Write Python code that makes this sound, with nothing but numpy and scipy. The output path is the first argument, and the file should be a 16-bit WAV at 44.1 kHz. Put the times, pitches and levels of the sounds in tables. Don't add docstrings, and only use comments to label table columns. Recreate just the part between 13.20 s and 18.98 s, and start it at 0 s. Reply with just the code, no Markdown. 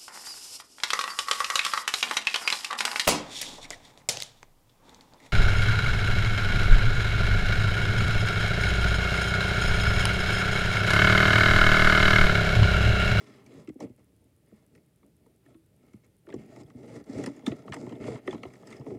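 import sys
import numpy as np
from scipy import signal
from scipy.fft import rfft, irfft, next_fast_len
from scipy.io import wavfile

SR = 44100
rng = np.random.default_rng(int(sys.argv[2]) if len(sys.argv) > 2 else 0)


def makeup_ratio(level_db):
    decades = np.asarray(level_db, float) / 20
    return 10 ** decades


def inscribe(sig):
    pcm = np.round(np.clip(np.atleast_2d(sig).T, -1, 1) * 32767)
    wavfile.write(sys.argv[1], SR, pcm.astype(np.int16))


N = 255020

# mode_hz, width_hz, level_db
LOW_MODES = [(121.5, 21.6, 2.5), (208, 87, 1), (280, 81.3, 2.5), (384.5, 57.4, 0.5), (452.7, 55, -1.5),
             (567.5, 123, -5), (637, 98, -4), (754, 116, -12.5), (864, 99, -13.5)]
MID_MODES = [(980, 300, 1), (1320, 180, 2.5), (1820, 280, 0), (2130, 230, 3.5), (2650, 900, -6),
             (3400, 230, -4), (3930, 450, -9)]
HIGH_MODES = [(4360, 800, -2), (5140, 400, 1.5), (5680, 890, -2.5), (6430, 520, 0.5), (6820, 790, -1.5),
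              (7600, 550, 0), (8150, 770, -3), (9320, 1700, -6), (11800, 8100, -17)]
BENDING_LAG_MS = 9.0


def rms_one(x):
    return x / np.sqrt(np.mean(x ** 2) + 1e-20)


def low_pass(x, hz, order=4):
    return signal.sosfilt(signal.butter(order, hz, fs=SR, output="sos"), x)


def resonate(x, hz, width_hz):
    r = np.exp(-np.pi * width_hz / SR)
    feedback = [1, -2 * r * np.cos(2 * np.pi * hz / SR), r * r]
    return signal.lfilter([(1 - r * r) / 2, 0, (r * r - 1) / 2], feedback, x)


def body(x, modes, spread_db=0):
    out = 0
    for k, (hz, width_hz, db) in enumerate(modes):
        strength = makeup_ratio(db + spread_db * rng.standard_normal())
        out = out + (-1) ** k * strength * resonate(x, hz, width_hz)
    return out


def steep(x, modes):
    return low_pass(x, min(1.2 * modes[-1][0], 0.4 * SR), order=2)


def drift(rate_hz):
    r = np.exp(-2 * np.pi * rate_hz / SR)
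    wander = signal.lfilter([1], [1, -2 * r, r * r], rng.standard_normal(N + SR))
    return rms_one(wander[SR:])


def add(out, s, peak_db, sound):
    at = max(round(s * SR), 0)
    scaled = makeup_ratio(peak_db) * sound / np.max(np.abs(sound))
    out[at:at + len(sound)] += scaled[:N - at]


def room():
    # pitch_hz, level_db
    room_spectrum = [(18, 3), (30, -11.5), (111, 0), (133, -2), (169, -3.5), (292, -17.5), (325, -7.5),
                     (400, -19), (730, -39), (855, -29.5), (1270, -30), (2700, -30.5), (6410, -36.5),
                     (9490, -32), (15600, -36.5)]
    level_db, waver_db, waver_hz = -65, 0.99, 4.3
    hz = np.maximum(np.arange(N // 2 + 1) * SR / N, 1)
    point_hz, point_db = np.transpose(room_spectrum)
    colour = makeup_ratio(np.interp(np.log(hz), np.log(point_hz), point_db))
    noise = rms_one(irfft(rfft(rng.standard_normal(N)) * colour, N))
    hum = low_pass(noise, 600.0, order=2)
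    waver = makeup_ratio(waver_db * drift(waver_hz)) - 1
    return makeup_ratio(level_db) * (noise + hum * waver)


def electronics():
    early_ticks = (0, 2, 3, 4, 5, 6, 8, 10)
    # start_s, peak_db
    blip_table = [(1.0051, -75), (1.1762, -76), (1.2804, -74), (2.1101, -78), (2.2784, -77), (2.3675, -74),
                  (2.9784, -74)]
    first_s, every_s, early_s, jitter_s = 0.0645, 0.1, 0.0205, 0.0018
    tick_db, tick_spread_db = -55.5, 1.5
    blip_hz, blip_ms = 9550, 16
    out, t = np.zeros(N), np.arange(SR // 20) / SR
    impulse = 1.0 * (t == 0)
    tick = resonate(resonate(impulse, 10000, 5200.0), 10000, 5200.0)
    for k, s in enumerate(np.arange(first_s, N / SR - 0.02, every_s)):
        start_s = s - early_s * (k in early_ticks) + rng.normal(0, jitter_s)
        add(out, start_s, tick_db + rng.normal(0, tick_spread_db), tick)
    envelope = np.sin(np.pi * np.minimum(1000 * t / blip_ms, 1))
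    blip = np.sin(2 * np.pi * blip_hz * t) * envelope
    for s, peak_db in blip_table:
        add(out, s, peak_db, blip)
    return out


def pressure(scrape, swing):
    # start_s, length_s, rumble_db,
    # scrape_db (against the rumble), peak_place (0-1 of the stroke, where pressure is highest)
    stroke_table = [(0.0, 0.22, -52, -7.5, 0), (0.235, 0.21, -50.5, -12.5, 0.82),
                    (0.527, 0.023, -62, -15, 0.2), (0.609, 0.039, -33.5, -21, 0.46),
                    (0.677, 0.051, -61.5, -15, .3), (.78, 0.042, -60.5, -14, 0.67),
                    (1.264, .18, -66.5, -8, 0.66), (1.522, 0.072, -58.5, -20, 0.8),
                    (2.255, 0.075, -58.5, -15, 0.67), (2.616, 0.17, -62, -14.5, 0.1),
                    (2.837, 0.025, -64, -7, 0.7), (3.084, 0.09, -44.5, -25.5, 0.07),
                    (3.166, 0.12, -50, -16, 0.24), (3.282, 0.14, -46.5, -14.5, 1),
                    (3.466, 0.056, -51, -21, 0.3), (3.541, 0.21, -50, -20.5, 0.24),
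                    (3.633, 0.18, -42, -16.5, .75), (3.869, 0.091, -42, -17, 0.33),
                    (3.932, 0.15, -34.5, -17.5, 0.37), (4.077, 0.18, -49.5, -13.5, .1),
                    (4.26, 0.072, -37, -16, 0.3), (4.347, 0.091, -47.5, -15.5, 0.16),
                    (4.453, 0.052, -40, -25, 1), (4.515, 0.25, -40, -20.5, 0.36),
                    (4.75, 0.077, -47, -23, 0.47), (4.81, .17, -35.5, -16.5, 0.43),
                    (5.02, 0.069, -49, -18.5, 0.9), (5.065, 0.094, -38, -19.5, 0.76),
                    (5.15, 0.14, -48, -21, 0.2), (5.224, 0.6, -51.5, -15, 0), (5.46, .12, -46.5, -12, 0.56),
                    (5.59, 0.037, -43, -37, 0.7), (5.659, 0.1, -38.5, -27, 0.14)]
    hold_db, hold_scrape_db, hold_waver_db, hold_waver_hz = -69.5, -19, 2.2, 6.7
    swell_db = 6
    attack_db_per_s, release_db_per_s = 903, 505
    t = np.arange(N) / SR
    hold = hold_db + scrape * hold_scrape_db + hold_waver_db * drift(hold_waver_hz)
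    power = makeup_ratio(hold) ** 2
    before_db = -swell_db - attack_db_per_s / 10
    after_db = -swell_db - release_db_per_s / 10
    for s, length, rumble_db, scrape_db, peak in stroke_table:
        peak_s = s + length * np.clip(peak, 0.02, 0.98)
        times = [s - 0.1, s, peak_s, s + length, s + length + 0.1]
        near = slice(max(round(times[0] * SR), 0), round(times[-1] * SR))
        shape_db = np.interp(t[near], times, [before_db, -swell_db, 0, -swell_db, after_db])
        power[near] += makeup_ratio(rumble_db + scrape * scrape_db + swing * shape_db) ** 2
    return np.sqrt(power)


def slides():
    grains_per_s, grain_share = 1500.0, 0.6
    snags_per_s, snag_share = 70, 0.45
    hiss_db, hiss_swing = -7.5, 1.68
    rumble_level = pressure(0, 1)
    scrape_level = pressure(0.98, 1)
    hiss_level = makeup_ratio(hiss_db) * pressure(0.81, hiss_swing)

    grain_size = makeup_ratio(1.03 * np.minimum(rng.exponential(size=N), 5))
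    grains = (rng.random(N) < grains_per_s / SR) * grain_size * rng.standard_normal(N)
    friction = rng.standard_normal(N) + grain_share * rms_one(grains)
    friction = friction * makeup_ratio(1.2 * drift(45.0))

    snag_size = makeup_ratio(4 * np.minimum(rng.exponential(size=N), 3))
    snags = (rng.random(N) < snags_per_s / SR) * snag_size
    snag_envelope = signal.lfilter([1], [1, -np.exp(-1 / (0.001 * SR))], snags)
    friction = friction + snag_share * rms_one(snag_envelope * rng.standard_normal(N))

    out = np.zeros(N)
    for modes, level, broad in ((LOW_MODES, rumble_level, 1.5), (MID_MODES, scrape_level, 0.8),
                                (HIGH_MODES, hiss_level, 1.8)):
        sung = np.zeros(N)
        for k, (hz, width_hz, db) in enumerate(modes):
            ring = resonate(resonate(friction, hz, width_hz), hz, width_hz)
            sung += (-1) ** k * makeup_ratio(db + 3.5 * drift(3)) * ring
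        rustle = steep(body(friction, modes), modes)
        out += level * rms_one(rms_one(sung) + broad * rms_one(rustle))
    return out


def thuds():
    # time_s, peak_db (before the support), ring_hz, decay_t60_s
    thud_table = [(0.345, -41, 282, 0.08), (0.374, -42, 153, 0.14), (0.482, -28.5, 306, 0.13),
                  (0.502, -31, 240, 0.03), (0.558, -36.5, 266, 0.087), (0.612, -33, 357, 0.02),
                  (0.621, -38, 290, 0.092), (0.642, -28.5, 254.6, 0.075), (0.7, -40.5, 247.5, 0.084),
                  (1.324, -44.5, 213, 0.09), (1.558, -54, 288, 0.083), (1.837, -54, 200, 0.13),
                  (2.068, -51.5, 455, 0.052), (2.289, -55, 323, 0.22), (2.35, -45, 324, 0.18),
                  (2.742, -36.5, 205, 0.06), (3.076, -42, 335, 0.084), (3.094, -54, 356, 0.071),
                  (3.142, -23.5, 363, 0.035), (3.159, -29.5, 232, 0.027), (3.175, -37.5, 133, 0.053),
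                  (3.19, -36.5, 211.6, 0.22), (3.407, -43, 403, 0.17), (3.44, -41.5, 144, 0.11),
                  (3.55, -34.5, 245, 0.094), (3.756, -36.5, 263, 0.047), (3.893, -28.5, 280, 0.1),
                  (3.913, -61, 239, 0.064), (3.953, -28, 238, 0.025), (4.018, -40, 280, 0.048),
                  (4.074, -21.5, 283, 0.17), (4.237, -37, 255, 0.03), (4.274, -17, 251, 0.042),
                  (4.297, -28, 127, 0.054), (4.323, -28, 294, 0.042), (4.486, -48, 294, 0.11),
                  (4.505, -32.5, 120, 0.12), (4.636, -33.5, 235.5, 0.11), (4.727, -32.5, 305, 0.069),
                  (4.8, -35, 218, 0.13), (4.885, -26.5, 480, 0.15), (4.919, -33.5, 450, 0.16),
                  (4.943, -34, 418, 0.12), (5.08, -21, 368, 0.071), (5.141, -29.5, 271, 0.077),
                  (5.149, -30, 282, 0.083), (5.237, -34.5, 465, 0.045), (5.256, -32, 368, 0.047),
                  (5.595, -33, 133, 0.11), (5.668, -34.5, 307, 0.058), (5.716, -30.5, 367, 0.17),
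                  (5.75, -32.5, 266, 0.19), (5.768, -37, 267, 0.12)]
    out, t = np.zeros(N), np.arange(SR // 4) / SR
    for s, peak_db, hz, t60 in thud_table:
        roughness = 1.64 * rng.standard_normal(len(t)) * np.sqrt(SR / 2000)
        push = low_pass((1 + roughness) * t * np.exp(-t / 0.001), 2.06 * hz)
        ring = resonate(push, hz, np.log(1000) / np.pi / t60)
        others = body(push, LOW_MODES, spread_db=5)
        add(out, s - BENDING_LAG_MS / 1000, peak_db, rms_one(ring) + 0.63 * rms_one(others))
    return out


def clicks():
    # time_s, peak_db (before the support), ring_hz, treble_db (against the peak)
    click_table = [(0.263, -54, 2320, 2), (0.4743, -46.5, 2120, -8), (0.4907, -47.5, 2090, -4),
                   (0.6035, -35, 810, -8.5), (0.7986, -65, 834, -20), (1.5509, -53, 1900, -5),
                   (1.577, -62, 2070, -12), (1.829, -58, 970, -24), (2.0602, -56.5, 835, -13),
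                   (2.2613, -55.5, 1740, -18), (2.3441, -59, 1110, -15), (2.7343, -54, 2120, -4.5),
                   (2.8453, -68, 1340, 5), (3.0677, -51.5, 1320, -14), (3.0884, -45.5, 1030, -23),
                   (3.102, -46, 1300, -12), (3.1251, -43.5, 1230, -24), (3.1414, -46.5, 795, 0.5),
                   (3.163, -63, 900, -11), (3.4036, -56, 800, 1), (3.4344, -72, 802, 16.5),
                   (3.462, -61, 3430, -9), (3.5014, -50, 2070, -10), (3.841, -61, 2050, 3),
                   (3.871, -70, 900, -10), (3.932, -58, 1370, 9), (4.0387, -34.5, 1870, -3.5),
                   (4.0616, -30.5, 1880, -2), (4.0744, -39, 905, -6), (4.166, -65, 2000, 10),
                   (4.2228, -53, 920, -21), (4.2638, -25.5, 3560, -10), (4.268, -34.5, 1750, 2),
                   (4.2796, -34.5, 780, -5), (4.3102, -58, 795, -18), (4.3176, -38, 1940, -31),
                   (4.438, -54, 900, -21), (4.4789, -37, 885, -32), (4.5224, -28, 2085, -18),
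                   (4.5334, -29, 760, -12), (4.5424, -31, 770, -4.5), (4.5644, -36.5, 804, -16),
                   (4.6648, -42, 930, -25), (4.6932, -46, 2010, -5.5), (4.7221, -41, 920, -25),
                   (4.7536, -52, 3320, -20), (4.823, -45, 2200, -26), (4.8405, -38, 1950, -28),
                   (4.9578, -40.5, 890, -25), (5.0754, -24.5, 1830, -19.5), (5.1085, -38, 3420, -7),
                   (5.1278, -31, 846, -37), (5.1454, -42, 985, -15), (5.167, -55, 1100, -8),
                   (5.178, -50, 2000, -12), (5.2332, -30.5, 2110, -15), (5.254, -44, 900, -26),
                   (5.3035, -52, 2140, -17), (5.3364, -47, 1250, -6), (5.355, -50, 2100, -5),
                   (5.4306, -45.5, 870, -25), (5.472, -47, 1900, 0), (5.5048, -57, 980, 8),
                   (5.5118, -46.5, 1950, -8), (5.5257, -39, 1890, -10), (5.5664, -51.5, 1260, -0.5),
                   (5.597, -71, 862, 16), (5.6096, -48.5, 860, -14), (5.664, -42.5, 980, -21),
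                   (5.704, -48, 940, -18), (5.749, -59, 923, -4.5)]
    contact_s = 0.0035
    out, t = np.zeros(N), np.arange(SR // 10) / SR
    onset = 1 - np.exp(-t / 0.00014)
    snap = 0.33 * np.exp(-t / 0.00027)
    settle = 0.13 * np.exp(-t / 0.014)
    force = onset * (np.exp(-t / contact_s) + snap + settle)
    for s, peak_db, hz, treble_db in click_table:
        contact = rng.standard_normal(len(t)) * force
        near = [(f, width, db - 1.7 * abs(np.log2(f / hz)))
                for f, width, db in LOW_MODES[-2:] + MID_MODES]
        shell = body(contact, near, spread_db=2.5)
        ring = resonate(resonate(contact, hz, 307.0), hz, 307.0)
        add(out, s, peak_db, ring + 0.42 * low_pass(shell, 4100.0))
        add(out, s, peak_db + treble_db, body(contact, HIGH_MODES, spread_db=3.5))
    return out


def bending(x):
    size = next_fast_len(N + SR)
    hz = np.arange(size // 2 + 1) * SR / size
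    phase = -4 * np.pi * BENDING_LAG_MS / 1000 * np.sqrt(250 * hz)
    return irfft(rfft(x, size) * np.exp(1j * phase), size)[:N]


def scene():
    lead = round(0.003 * SR)
    late_thuds = np.pad(thuds(), (lead, 0))[:N]
    handling = slides() + clicks() + late_thuds
    carried = low_pass(bending(handling), 11500.0, order=2)
    arrived = np.pad(carried[lead:], (0, lead))
    return (arrived + room() + electronics())[None]


def band_limit(x):
    return signal.sosfilt(signal.butter(12, 15750, fs=SR, output="sos"), x)


def record(dry):
    bass_cut = signal.butter(6, 46, "high", fs=SR, output="sos")
    mix = signal.sosfilt(bass_cut, dry)
    return band_limit(mix)


dry = scene()
out = record(dry)
inscribe(out)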